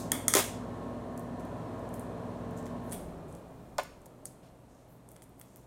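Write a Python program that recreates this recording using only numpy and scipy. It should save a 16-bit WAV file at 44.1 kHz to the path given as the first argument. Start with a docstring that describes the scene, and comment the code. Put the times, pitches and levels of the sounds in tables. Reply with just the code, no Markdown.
"""Sticky tape crackles close to the microphone in a small room: picked at, torn off its roll and handled,
each release of glue a jerk that rings the film; now and then the roll is knocked and its core and the desk ring.
Behind it a ventilation fan hums and blows: drifting tones and coloured noise. Switched off, its tones die
and the rotor whirrs down, shuddering, to about half speed; the air sinks towards the quiet of the house.
Echoes of tape and roll die away at a different rate in each part of the spectrum."""
import sys
import numpy as np
from scipy import signal
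from scipy.fft import rfft, irfft, next_fast_len
from scipy.io import wavfile
from scipy.ndimage import uniform_filter1d, map_coordinates

SR = 44100
rng = np.random.default_rng(int(sys.argv[2]) if len(sys.argv) > 2 else 0)


def volts_from_db(level):
    """Convert decibel levels to linear amplitude ratios."""
    exponent = np.asarray(level, float) / 20
    return 10 ** exponent


def put_to_file(sound):
    """Save the sound as 16-bit audio at rate SR, in the file named by the first command-line argument."""
    columns = np.atleast_2d(sound).T  # one column per channel
    safe = np.clip(columns, -1, 1)
    whole_steps = np.round(safe * 32767)
    wavfile.write(sys.argv[1], SR, whole_steps.astype(np.int16))


N = 249606  # length [samples]
LEAD = SR // 4  # time ahead of the start whose echoes are still heard [samples]

# steady floor of the house, scaled as a whole to QUIET_DB: (frequency [Hz], relative level per Hz [dB])
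QUIET_SPECTRUM = [(12, -45.5), (20, -16.5), (135, -9), (273, -14), (465, -18), (900, -21), (1500, -31.5),
                  (2200, -34.5), (4000, -39), (5500, -41.5), (9000, -38), (14000, -44), (15600, -50.5),
                  (16300, -63)]
QUIET_DB = -60  # rms
# distant appliances: (frequency [Hz], rms level [dB], unsteadiness [dB])
APPLIANCES = [(58.2, -72, 3), (122.7, -64.5, 2)]
# a faint thin tone: (from [s], to [s], frequency [Hz], rms level [dB], unsteadiness [dB])
THIN_TONE = (3.2, 3.8, 2430, -81, 3)

# air rush of the fan: (frequency [Hz], relative level per Hz [dB])
AIR_SPECTRUM = [(24, -39), (45, -14.5), (104, -4), (241, -2.5), (480, -5.5), (780, -11), (1060, -12.5),
                (1300, -17.5), (1730, -23.5), (2100, -28.5), (3500, -33.5), (5000, -39), (9000, -40.5),
                (15000, -53), (16500, -72.5)]
# resonances of the duct: (frequency [Hz], width [Hz], lift [dB])
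DUCT_RESONANCES = [(172.4, 15.7, 9), (271.5, 30, 6), (651, 180, 7.5), (4150, 73, 7.5)]
FAN_DB, AIR_DB_PER_DECADE = -41.5, 58.5  # air rush at full speed, and its change per decade of rotor speed
AIR_WAVERS_DB = 0.8
# mains buzz and shaft orders: (frequency [Hz])
MOTOR_HZ = [58.2, 100.7, 119.5, 220.7, 240, 259.5, 448, 581.5, 959.3, 1004.7, 1060.4, 1079.4, 1198.3, 1577,
            1680, 1782, 1820]
# level of each of those tones: (rms level [dB], unsteadiness [dB])
MOTOR_LEVELS = [(-55, 0.9), (-51.5, 0.5), (-52.5, 1.5), (-65.5, -6.5), (-47, 1.1), (-56, 3), (-56, -3.4),
                (-59, 0.5), (-59.5, 0.5), (-65, 4), (-65.5, 1), (-61, 3), (-74, 3), (-79.5, -9),
                (-74.5, -3.5), (-70.5, -2), (-80, -5)]
# power cut: (time [s], time for the tones to fall 60 dB [s])
SWITCH_OFF = (2.907, 0.42)
SLOW_SPEED, RUN_DOWN_S = 0.47, 0.73  # share of full speed the rotor sinks towards; time constant
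WHIRR_HZ, WHIRR_RISE_S = 188.2, 0.038  # whirr at full speed; time constant of its rise after the power cut
# resonance of the housing that the whirr passes: (frequency [Hz], half width [Hz], gain at the centre [dB])
HOUSING = (171.5, 23, -49)
# rotor speeds at which the housing shudders: (whirr frequency [Hz], half width [Hz], rms level [dB])
SHAKES = [(174, 11, -53), (125, 13, -58)]
# sound of that shudder: (frequency [Hz], relative level per Hz [dB])
SHUDDER_SPECTRUM = [(15, -23), (26, 3), (40, -18), (60, -4), (90, -11), (150, -45.5)]
# rumble of the coasting rotor: (frequency [Hz], relative level per Hz [dB])
RUMBLE_SPECTRUM = [(30, -36), (55, 10), (90, -0.5), (180, -17), (260, -21), (400, 4.5), (800, -74)]

# decay of the small room: (frequency [Hz], time to fall 60 dB [s])
ROOM_DECAY = [(300, 0.053), (2500, 0.47), (8000, 0.42), (15000, 0.26)]
# room against direct sound, changing as the tape moves about: (time [s], level [dB])
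ECHO_LEVEL = [(0, -7), (2.9, -3.5), (3.8, -9), (4.25, -11.5), (5.66, -7)]

# knocks of the roll: (time [s], three times the rms of the first 20 ms [dB],
# time scale of the contact [s], share on the hollow core, the rest on the desk [0-1])
KNOCKS = [(0.3499, -24, 0.000074, 0.6), (0.351, -17.5, 0.0008, 0), (.3605, -24, 0.0008, 0.3),
          (.3640, -25, 0.0004, 0.46), (.3690, -26, 0.0002, 0.6), (0.378, -33.5, 0.014, 0.6),
          (3.7830, -33.5, 0.000054, 1), (3.7845, -28.5, 0.0002, 1), (3.7878, -20, 0.00018, 1),
          (3.7918, -37, 0.00016, 1), (3.7948, -27, 0.00012, 0.8), (3.7972, -29, 0.00012, 1),
          (4.064, -47, 0.00071, 1)]
# modes of the hollow core: (frequency [Hz], level [dB], time to fall 60 dB [s])
CORE_MODES = [(555, -2, 0.05), (612, 7, 0.06), (693, 3, .04), (725, 3, 0.04), (815, 5, 0.02),
              (920, 7, 0.04), (1036, 9, 0.055), (1150, -4, .02), (1300, -5, 0.025), (1454, 2, .06),
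              (1690, -6, 0.04), (2330, -7, 0.04), (2465, -7, 0.06)]
# modes of the desk: (frequency [Hz], level [dB], time to fall 60 dB [s])
DESK_MODES = [(305, -1, 0.05), (398, 7, 0.094), (465, 7, 0.033), (506, 6, 0.032)]
ROUGH_CONTACT = 0.3  # chatter of a knock against its smooth push

# stretches of dense crackle, peeling or rubbing; the band is applied twice:
# (start [s], length [s], rms level before the stroke's swell [dB], centre [Hz], width of one pass [Hz])
RUSTLES = [(-.12, 0.096, -35, 7500, 12000), (0.347, 0.068, -29.5, 7000, 18100),
           (0.349, 0.065, -32, 695, 1560), (1.394, 0.022, -63, 8000, 6000), (1.93, 0.034, -63, 10500, 7000),
           (2.565, 0.038, -61, 7100, 4500), (2.655, 0.03, -64, 8000, 9000), (2.831, 0.19, -68, 11000, 7000),
           (2.9188, 0.034, -48.5, 10500, 8000), (2.919, 0.034, -55, 2900, 3000),
           (3.28, 0.12, -68.5, 8700, 6090), (3.782, 0.0045, -36.5, 5040, 4500),
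           (3.783, 0.025, -42, 2000, 2970), (3.789, 0.0097, -46, 3570, 3000),
           (4.057, 0.01, -55.5, 9000, 8000), (4.256, 0.028, -57, 6300, 2510),
           (4.425, 0.081, -69.5, 3000, 6030), (4.68, 0.22, -76.5, 6400, 3920),
           (4.881, 0.1, -70, 13500, 7050), (5.092, 0.085, -71, 9050, 7000), (5.22, 0.025, -59, 9450, 4980),
           (5.373, .07, -71, 9900, 9100), (5.449, 0.21, -72, 7100, 6000)]
# unevenness of the releases by level of the rustle: (level [dB], unevenness [dB])
UNEVENNESS = [(-75, 4), (-56, 5), (-26.5, 4)]
STRAY_DB, STRAY_SCATTER_DB = 1, -5  # chance snaps inside each rustle: peak over its level, and scatter

# snaps of glue letting go, and two early echoes (4.2646 and 4.2693 s) of the one at 4.255 s:
# (time [s], direct peak [dB], body, middle and top against the main part [dB] x 3,
# slackness, which widens the resonances [1 = as tabled])
SNAPS = [(0.1184, -6.5, 6, 0.5, 2.5, 1.17), (0.281, -10.5, -3, 11, -6, 1.7), (0.2815, -5, 1, -11, -4, 1.35),
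         (0.3377, -5.5, 3.5, 4, -3, 1.6), (0.3382, -8.5, 8, 3, -7, 1.9), (0.3468, -26, -8, -2, 0, 2.6),
         (0.351, -18, 3, 2, -6, 2.6), (0.3516, -8.5, 4, -4, 8, 4), (0.3513, -7, -3, -1, -3, 2.2),
         (0.3545, -16, 2, 0, 2, 2.2), (0.3593, -22, 2, -3, -7, 2.3), (0.363, -24, 2, 2, 0, 2),
         (0.3640, -22, 7, 0, 6, 2.2), (0.3689, -8.5, 9, 4, -4, 2), (0.3707, -18, 7.5, 0.5, -4.5, 2),
         (0.3728, -19.5, -5.5, 3, -2, 2.86), (0.3778, -18, -0.5, 3.5, -4, 2.3),
         (0.3790, -21, -8.5, 0, -2.5, 3), (0.383, -20, -5, -1, -1, 2.4), (0.3873, -20, -6, -2.5, 0, 2.4),
         (0.3911, -14.5, 6.5, -1, -0.5, 2.7), (0.391, -14, 6, 3.5, 0.5, 2.5),
         (0.3985, -23, -4, 0.5, 0, 2.4), (1.1755, -44, -6, -2, 3, 2), (1.1766, -36, -5, 2.5, -1, 1.7),
         (1.1948, -35, -18, -8, 1, 3.2), (1.452, -43, -8, -6, 0, 2.6), (1.794, -47, -1, 0, -1, 2.3),
         (1.8905, -42, -6, -2, -2, 3.1), (1.9400, -41, -10, -2, -2, 2), (1.9413, -32.5, -14, -10, -4, 2.2),
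         (1.9468, -47, -12, -10, 6, 3), (1.9550, -48, -12, -2, -2, 2.8), (1.9617, -45, -12, -8, -2, 3),
         (1.9760, -50, -10, -4, 2, 3), (1.9955, -32.5, -8, -10, -5, 2.2), (2.0105, -49, -8, -8, 5, 3),
         (2.5086, -45, -8, 2, 2, 2.6), (2.5758, -42, -8, 12, 8, 2), (2.5853, -47, -10, 9, -3, 2.7),
         (2.5920, -50, -6, 5, 6, 2.6), (2.6277, -47, -8, 5, -6, 3), (2.6572, -41, -8, 10, -12, 3.2),
         (2.6655, -35.5, 16, 3, -2, 2.9), (2.6735, -50, -4, 2, 2, 2.6), (2.8951, -44, -13, -3, -12, 2.2),
         (2.9030, -46, -15, -8, 2, 2), (2.9122, -39, -18, -2, -12, 2), (2.9188, -31, -18, -2, -10, 1.6),
         (2.9229, -31, -9, -13, -10, 2), (2.9246, -29, -13, -10, -13, 1.6), (2.93, -30, -8, -10, -11, 2),
         (2.9325, -31, -18, -10, -1, 2.7), (2.9455, -38, -14, -8, 0, 2.8), (3.3258, -45, -15, -7, -12, 2.2),
         (3.3507, -39, -7, -1, -4, 3.4), (3.783, -21, 13, 4, -6, 2.6), (3.7906, -43, 16, 0, -8, 2.9),
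         (3.834, -33, -6.5, -1, 3, 2.3), (4.0170, -50, -13, 0, -3, 2.4), (4.0576, -52, -6, -10, 1, 2.6),
         (4.0593, -40, -5, -2, -4, 3.6), (4.2200, -63, -11, -3, -6, 2.6), (4.251, -43, -11, -0.5, -2, 2.6),
         (4.2551, -23.5, -15, -3.5, -11, 2.6), (4.2646, -37, -19.5, 4, -1, 3.2),
         (4.2693, -46, -15, 0.5, 2, 3), (5.0891, -36.5, -16, -12, -10, 3.1), (5.1085, -45, -11, -9, 0, 3),
         (5.1171, -36, -4, -13, 4, 3.3), (5.1290, -53, -9, -6, 2, 3), (5.161, -41.5, 6, -14, 0, 3.3),
         (5.1644, -37.5, 4, -8, -8, 3.2), (5.2208, -40, 6, -4, -12, 2.8), (5.294, -52, -6, -3, 12, 2.7),
         (5.3932, -45, -17, -11, 5, 2.9), (5.3975, -33, -1, -12, 9, 3.5), (5.4130, -30.5, -1, -10, -2.5, 4),
         (5.4145, -37, -2, -7, -3, 2.5), (5.4222, -47, -8, -5, -5, 3.6), (5.5599, -33, -3, -9.5, 3.5, 3.4),
         (5.5690, -52, -10, -4, 5, 3), (5.5706, -45, -11.5, -7, 5, 2.6)]
# resonances of the taut film, in body, lower middle, upper middle, main and top parts:
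# (frequency [Hz], width before widening [Hz], level, to be divided by the slackness [dB])
FILM_PARTS = [
    [(814, 550, -8.5), (1290, 99, 4), (1880, 260, -0.5), (2120, 110, 1), (3307, 150, 4.5)],
    [(4620, 150, 0.5), (5180, 380, -2.5), (6040, 470, 0)],
    [(6550, 400, -1), (7050, 940, 6)],
    [(8000, 410, 0), (8980, 560, 11), (9360, 540, 3), (10090, 400, 5.5), (11000, 270, -1)],
    [(11400, 480, 3), (12600, 500, -0.5), (13500, 900, -6), (15200, 1400, -10)],
]
# the jerk itself, heard unrung under the resonances: (frequency [Hz], width [Hz], level against the body [dB])
CRACK = (2700, 7800, -15)
# narrow rings that taut tape sends into the room: (frequency [Hz], width [Hz], level [dB])
LASTING_RINGS = [(1285, 60, -9), (2100, 50, -7.5), (3360, 55, -2), (8700, 250, 10)]
LASTING_LOSS_DB = 12  # per unit of slackness above 1
BLUR = 2.1  # widening of the resonances over all directions
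# colour of the sound sent into the room, lows and extreme top strong, 6-9 kHz weaker:
# (frequency [Hz], level [dB])
SPREAD = [(1000, 3.5), (3500, 2.5), (6000, -2.5), (9000, -1.5), (15000, 4)]
MIDDLE_DB = -1.5  # lower middle part against the mean of body and upper middle
COLOUR_SCATTER_DB, SHIFT = 1.5, 0.006  # chance colour of each part; chance shift of each resonance [share]
FOLLOWERS, LIMP = 0.2, 3.66  # weaker jerks per unit of tautness; slackness at which tautness is zero

# dips of the microphone port: (frequency [Hz], width [Hz], level [dB])
PORT_DIPS = [(4910, 440, -1.5), (10500, 570, -3)]
TOP_HZ, STEEP = 15850, 90  # sharp upper limit of all that is heard; sharpness of that cut


def unit(x):
    """Scaled to rms 1."""
    return x / np.sqrt(np.mean(x ** 2) + 1e-20)


def along(points, hz):
    """Reads (Hz, value) points along a log axis."""
    f, v = np.transpose(points)
    return np.interp(np.log(hz + 1), np.log(f + 1), v)


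def curves(rows):
    """One value per sample for each column after the time."""
    s, *cols = np.transpose(rows)
    return [np.interp(np.arange(N) / SR, s, c) for c in cols]


def wobble(rate):
    """A smooth random curve, rate knots a second (40 at most)."""
    knots = rng.standard_normal(int(N / SR * 40) + 4)
    return map_coordinates(knots, [np.arange(N) * min(rate, 40) / SR])


def filtered(x, response):
    """x times a complex response of frequency."""
    m = next_fast_len(len(x) + 4096)
    return irfft(rfft(x, m) * response(np.fft.rfftfreq(m, 1 / SR)), m)[:len(x)]


def lifted(f, lifts):
    """dB added around (Hz, width, dB) centres."""
    return sum(db / (1 + (2 * (f - c) / w) ** 2) for c, w, db in lifts)


def resonances(modes):
    """Causal response of (Hz, width, dB) resonances, added with alternating sign."""
    def response(f):
        return sum((-1) ** k * volts_from_db(db) * 1j * f * w / (c * c - f * f + 1j * f * w)
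                   for k, (c, w, db) in enumerate(modes))
    return response


def causal(gain):
    """The response of this gain that starts only with the blow (minimum phase)."""
    c = irfft(np.log(gain + 1e-6))
    half = len(c) // 2
    return np.exp(rfft(np.r_[c[0], 2 * c[1:half], c[half], np.zeros(half - 1)]))


def noise(spectrum, lifts=()):
    """Coloured noise of rms 1."""
    hiss = rng.standard_normal(N)
    return unit(filtered(hiss, lambda f: volts_from_db(along(spectrum, f) + lifted(f, lifts))))


def tones(rows):
    """Sum of (Hz, rms dB, unsteadiness dB) sines whose level and phase drift a little."""
    t = np.arange(N) / SR
    total = np.zeros(N)
    for hz, db, drift_db in rows:
        level = np.sqrt(2) * volts_from_db(db + drift_db * wobble(6.1))
        phase = 0.18 * drift_db * wobble(5.07) + rng.uniform(0, 2 * np.pi)
        total += level * np.sin(2 * np.pi * hz * t + phase)
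    return total


def add(track, s, x):
    """Mixes x into a track that begins LEAD samples early."""
    part = track[LEAD + round(s * SR):][:len(x)]
    part += x[:len(part)]


def house():
    """The steady floor: coloured noise with microphone hiss, distant appliances and a passing thin tone."""
    start, end, *tone = THIN_TONE
    on, = curves([(start - .1, 0), (start, 1), (end, 1), (end + .1, 0)])
    return volts_from_db(QUIET_DB) * noise(QUIET_SPECTRUM) + tones(APPLIANCES) + on * tones([tone])


def fan():
    """Air rushes through the duct; tones stop with the power, then the rotor whirrs down and shakes its housing."""
    off, t60 = SWITCH_OFF
    since = np.clip(np.arange(N) / SR - off, 0, None)
    speed = SLOW_SPEED + (1 - SLOW_SPEED) * np.exp(-since / RUN_DOWN_S)
    air_db = FAN_DB + AIR_DB_PER_DECADE * np.log10(speed) + AIR_WAVERS_DB * wobble(2.6)
    air = volts_from_db(air_db) * noise(AIR_SPECTRUM, DUCT_RESONANCES)
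    motor = volts_from_db(-60 * since / t60) * tones([(hz, *row) for hz, row in zip(MOTOR_HZ, MOTOR_LEVELS)])

    whirr_hz = WHIRR_HZ * speed
    loose = 1 - np.exp(-since / WHIRR_RISE_S)

    def passing(hz, half_hz, db):  # swells as the whirr sweeps through hz; 4.5 dB down at the half width
        return loose * volts_from_db(db - 4.5 * ((whirr_hz - hz) / half_hz) ** 2)

    turning = np.sin(2 * np.pi * np.cumsum(whirr_hz) / SR)
    whirr = np.sqrt(2) * volts_from_db(1.4 * wobble(14)) * turning + volts_from_db(-0.5) * noise(RUMBLE_SPECTRUM)
    shudder = sum(passing(*row) for row in SHAKES) * noise(SHUDDER_SPECTRUM)
    return air + motor + passing(*HOUSING) * whirr + shudder


def room(x):
    """Echoes dying by frequency; hands and tape move, so the echo pattern is new every quarter second."""
    out = np.zeros(len(x) + 2 * SR)
    for start in range(0, len(x), LEAD):
        hz, t, z = signal.stft(rng.standard_normal(SR * 3 // 4), SR, nperseg=256)
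        decay = volts_from_db(-60 * t / along(ROOM_DECAY, hz)[:, None])
        tail = signal.istft(z * decay, SR, nperseg=256)[1]
        tail *= 1 - np.exp(-np.arange(len(tail)) / SR / 0.0025)  # echoes build up over a few ms
        wet = signal.fftconvolve(x[start:start + LEAD], tail / np.linalg.norm(tail))
        out[start:start + len(wet)] += wet
    return out[:len(x)]


def knocks():
    """A rough contact that swells and dies away shakes the decaying modes of the core and the desk."""
    out, t = np.zeros(N + LEAD), np.arange(SR // 4) / SR

    def ringing(modes):
        return sum(volts_from_db(db - 60 * t / t60) * np.sin(2 * np.pi * hz * t) for hz, db, t60 in modes)

    def above(x, hz):  # no bass under the lowest mode
        return filtered(x, lambda f: ((1j * f) ** 2 / (hz * hz - f * f + 1j * f * hz)) ** 3)

    core, desk = above(ringing(CORE_MODES), hz=560), above(ringing(DESK_MODES), hz=250)
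    for s, db, contact, share in KNOCKS:
        share = np.clip(share, 0, 1)
        chatter = 1 + ROUGH_CONTACT * rng.standard_normal(len(t))
        push = chatter * (t / contact) * np.exp(-(t / contact) ** 2)
        ring = signal.fftconvolve(push, share * core + (1 - share) * desk)[:len(t)]
        add(out, s, volts_from_db(db) * ring / (3 * np.std(ring[:SR // 50])))
    return out


def rustles():
    """Dense tiny releases of uneven size, swelling fast and thinning out."""
    out = np.zeros(N + LEAD)
    for s, length, db, hz, width_hz in RUSTLES:
        uneven_db = np.interp(db, *np.transpose(UNEVENNESS))
        u = np.linspace(0, 1, max(round(length * SR), 64))
        # the size of the grains varies over about a millisecond
        clumps = uniform_filter1d(rng.standard_normal(SR // 2), size=40)[:len(u)] * np.sqrt(40)
        grains = rng.standard_normal(SR // 2)[:len(u)] * volts_from_db(uneven_db * np.clip(clumps, -3, 2))
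        stroke = np.abs(np.sin(np.pi * u ** 0.61)) ** 0.32
        band = resonances([(hz, width_hz, 0)])
        add(out, s, volts_from_db(db) * stroke * unit(filtered(grains, lambda f: band(f) ** 2)))
    return out


def strays():
    """Two chance snaps inside every rustle, as rows like those of SNAPS."""
    luck = rng.standard_normal((len(RUSTLES), 2, 4))
    rows = []
    for (s, length, db, *_), pair in zip(RUSTLES, luck):
        for a, b, c, d in pair:
            time = s + length * (.5 + np.tanh(a) / 2)
            peak_db = db + STRAY_DB + STRAY_SCATTER_DB * b
            rows.append((time, peak_db, -8 + 4 * c, -4 + 2 * c, -3 + 4 * d, 2.6))
    return rows


def snaps():
    """Each release is one sharp jerk and a few weaker ones that ring the film; two early echoes are made alike.
    Returns the sound towards the microphone and, with resonances blurred over all directions, into the room."""
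    near, around = np.zeros(N + LEAD), np.zeros(N + LEAD)
    t = np.arange(1024) / SR
    jerk = 1. * (np.arange(len(t)) == 16)

    def thin(f):  # bass falls away below 450 Hz
        return 1j * f / (450 + 1j * f)

    for s, db, body_db, middle_db, top_db, slack in SNAPS + strays():
        tautness = np.clip(LIMP - slack, .1, 1.2)
        swell_and_fade = (1 - np.exp(-t / 0.00071)) * volts_from_db(-60 * t / 0.012)
        burst = FOLLOWERS * tautness * rng.standard_normal(len(t)) * swell_and_fade
        burst[16] = 1  # the sharp jerk
        slack = np.clip(slack, .8, 4)  # slack tape hardly rings

        colour_db = np.array([body_db, (body_db + middle_db) / 2 + MIDDLE_DB, middle_db, 0, top_db])
        colour_db = colour_db + COLOUR_SCATTER_DB * rng.standard_normal(len(FILM_PARTS))
        shift = iter(1 + SHIFT * rng.standard_normal(32))
        # half the dB here, for two passes below: steep flanks beside the strong parts
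        modes = [(hz * next(shift), 1.14 * slack * w, (g / slack + part_db) / 2)
                 for part, part_db in zip(FILM_PARTS, colour_db) for hz, w, g in part]

        def power(f, blur):  # the powers of the resonances add up
            return sum(abs(resonances([(hz, blur * w, g)])(f)) ** 4 for hz, w, g in modes)

        def towards_microphone(f):
            crack = abs(volts_from_db(body_db) * resonances([CRACK])(f)) ** 2
            return causal(np.sqrt(power(f, 0.84) + crack)) * thin(f)

        def into_room(f):
            lasting_gain = volts_from_db(body_db - LASTING_LOSS_DB * (slack - 1))
            lasting = abs(lasting_gain * resonances(LASTING_RINGS)(f)) ** 2
            return causal(np.sqrt(power(f, BLUR) + lasting) * volts_from_db(along(SPREAD, f))) * thin(f)

        ring = filtered(burst, towards_microphone)
        blurred = filtered(jerk, into_room)
        gain = volts_from_db(db) / np.abs(ring).max()
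        add(near, s, gain * ring)
        # the same energy goes into the room
        add(around, s, gain * blurred * np.linalg.norm(ring) / np.linalg.norm(blurred))
    return near, around


def scene():
    """Tape and knocks close by with their echoes in the room, over fan and house."""
    snap, snap_around = snaps()
    rustle, roll = rustles(), knocks()
    echo = volts_from_db(np.pad(curves(ECHO_LEVEL)[0], (LEAD, 0), "edge"))
    near = snap + rustle + roll + room(echo * (snap_around + rustle + volts_from_db(-1.5) * roll))
    return (near[LEAD:] + fan() + house())[None]


def band_limit(x):
    """A steep low-pass at the top of the band."""
    return signal.sosfilt(signal.butter(12, 17080, fs=SR, output="sos"), x)


def record(dry):
    """Dips of the microphone port, and the sharp upper limit of what is heard."""
    def colour(f):
        upper_limit = 1 / np.sqrt(1 + (f / TOP_HZ) ** STEEP)
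        return volts_from_db(lifted(f, PORT_DIPS)) * upper_limit

    heard = filtered(dry[0], colour)
    return band_limit(heard[None])


dry = scene()
out = record(dry)
put_to_file(out)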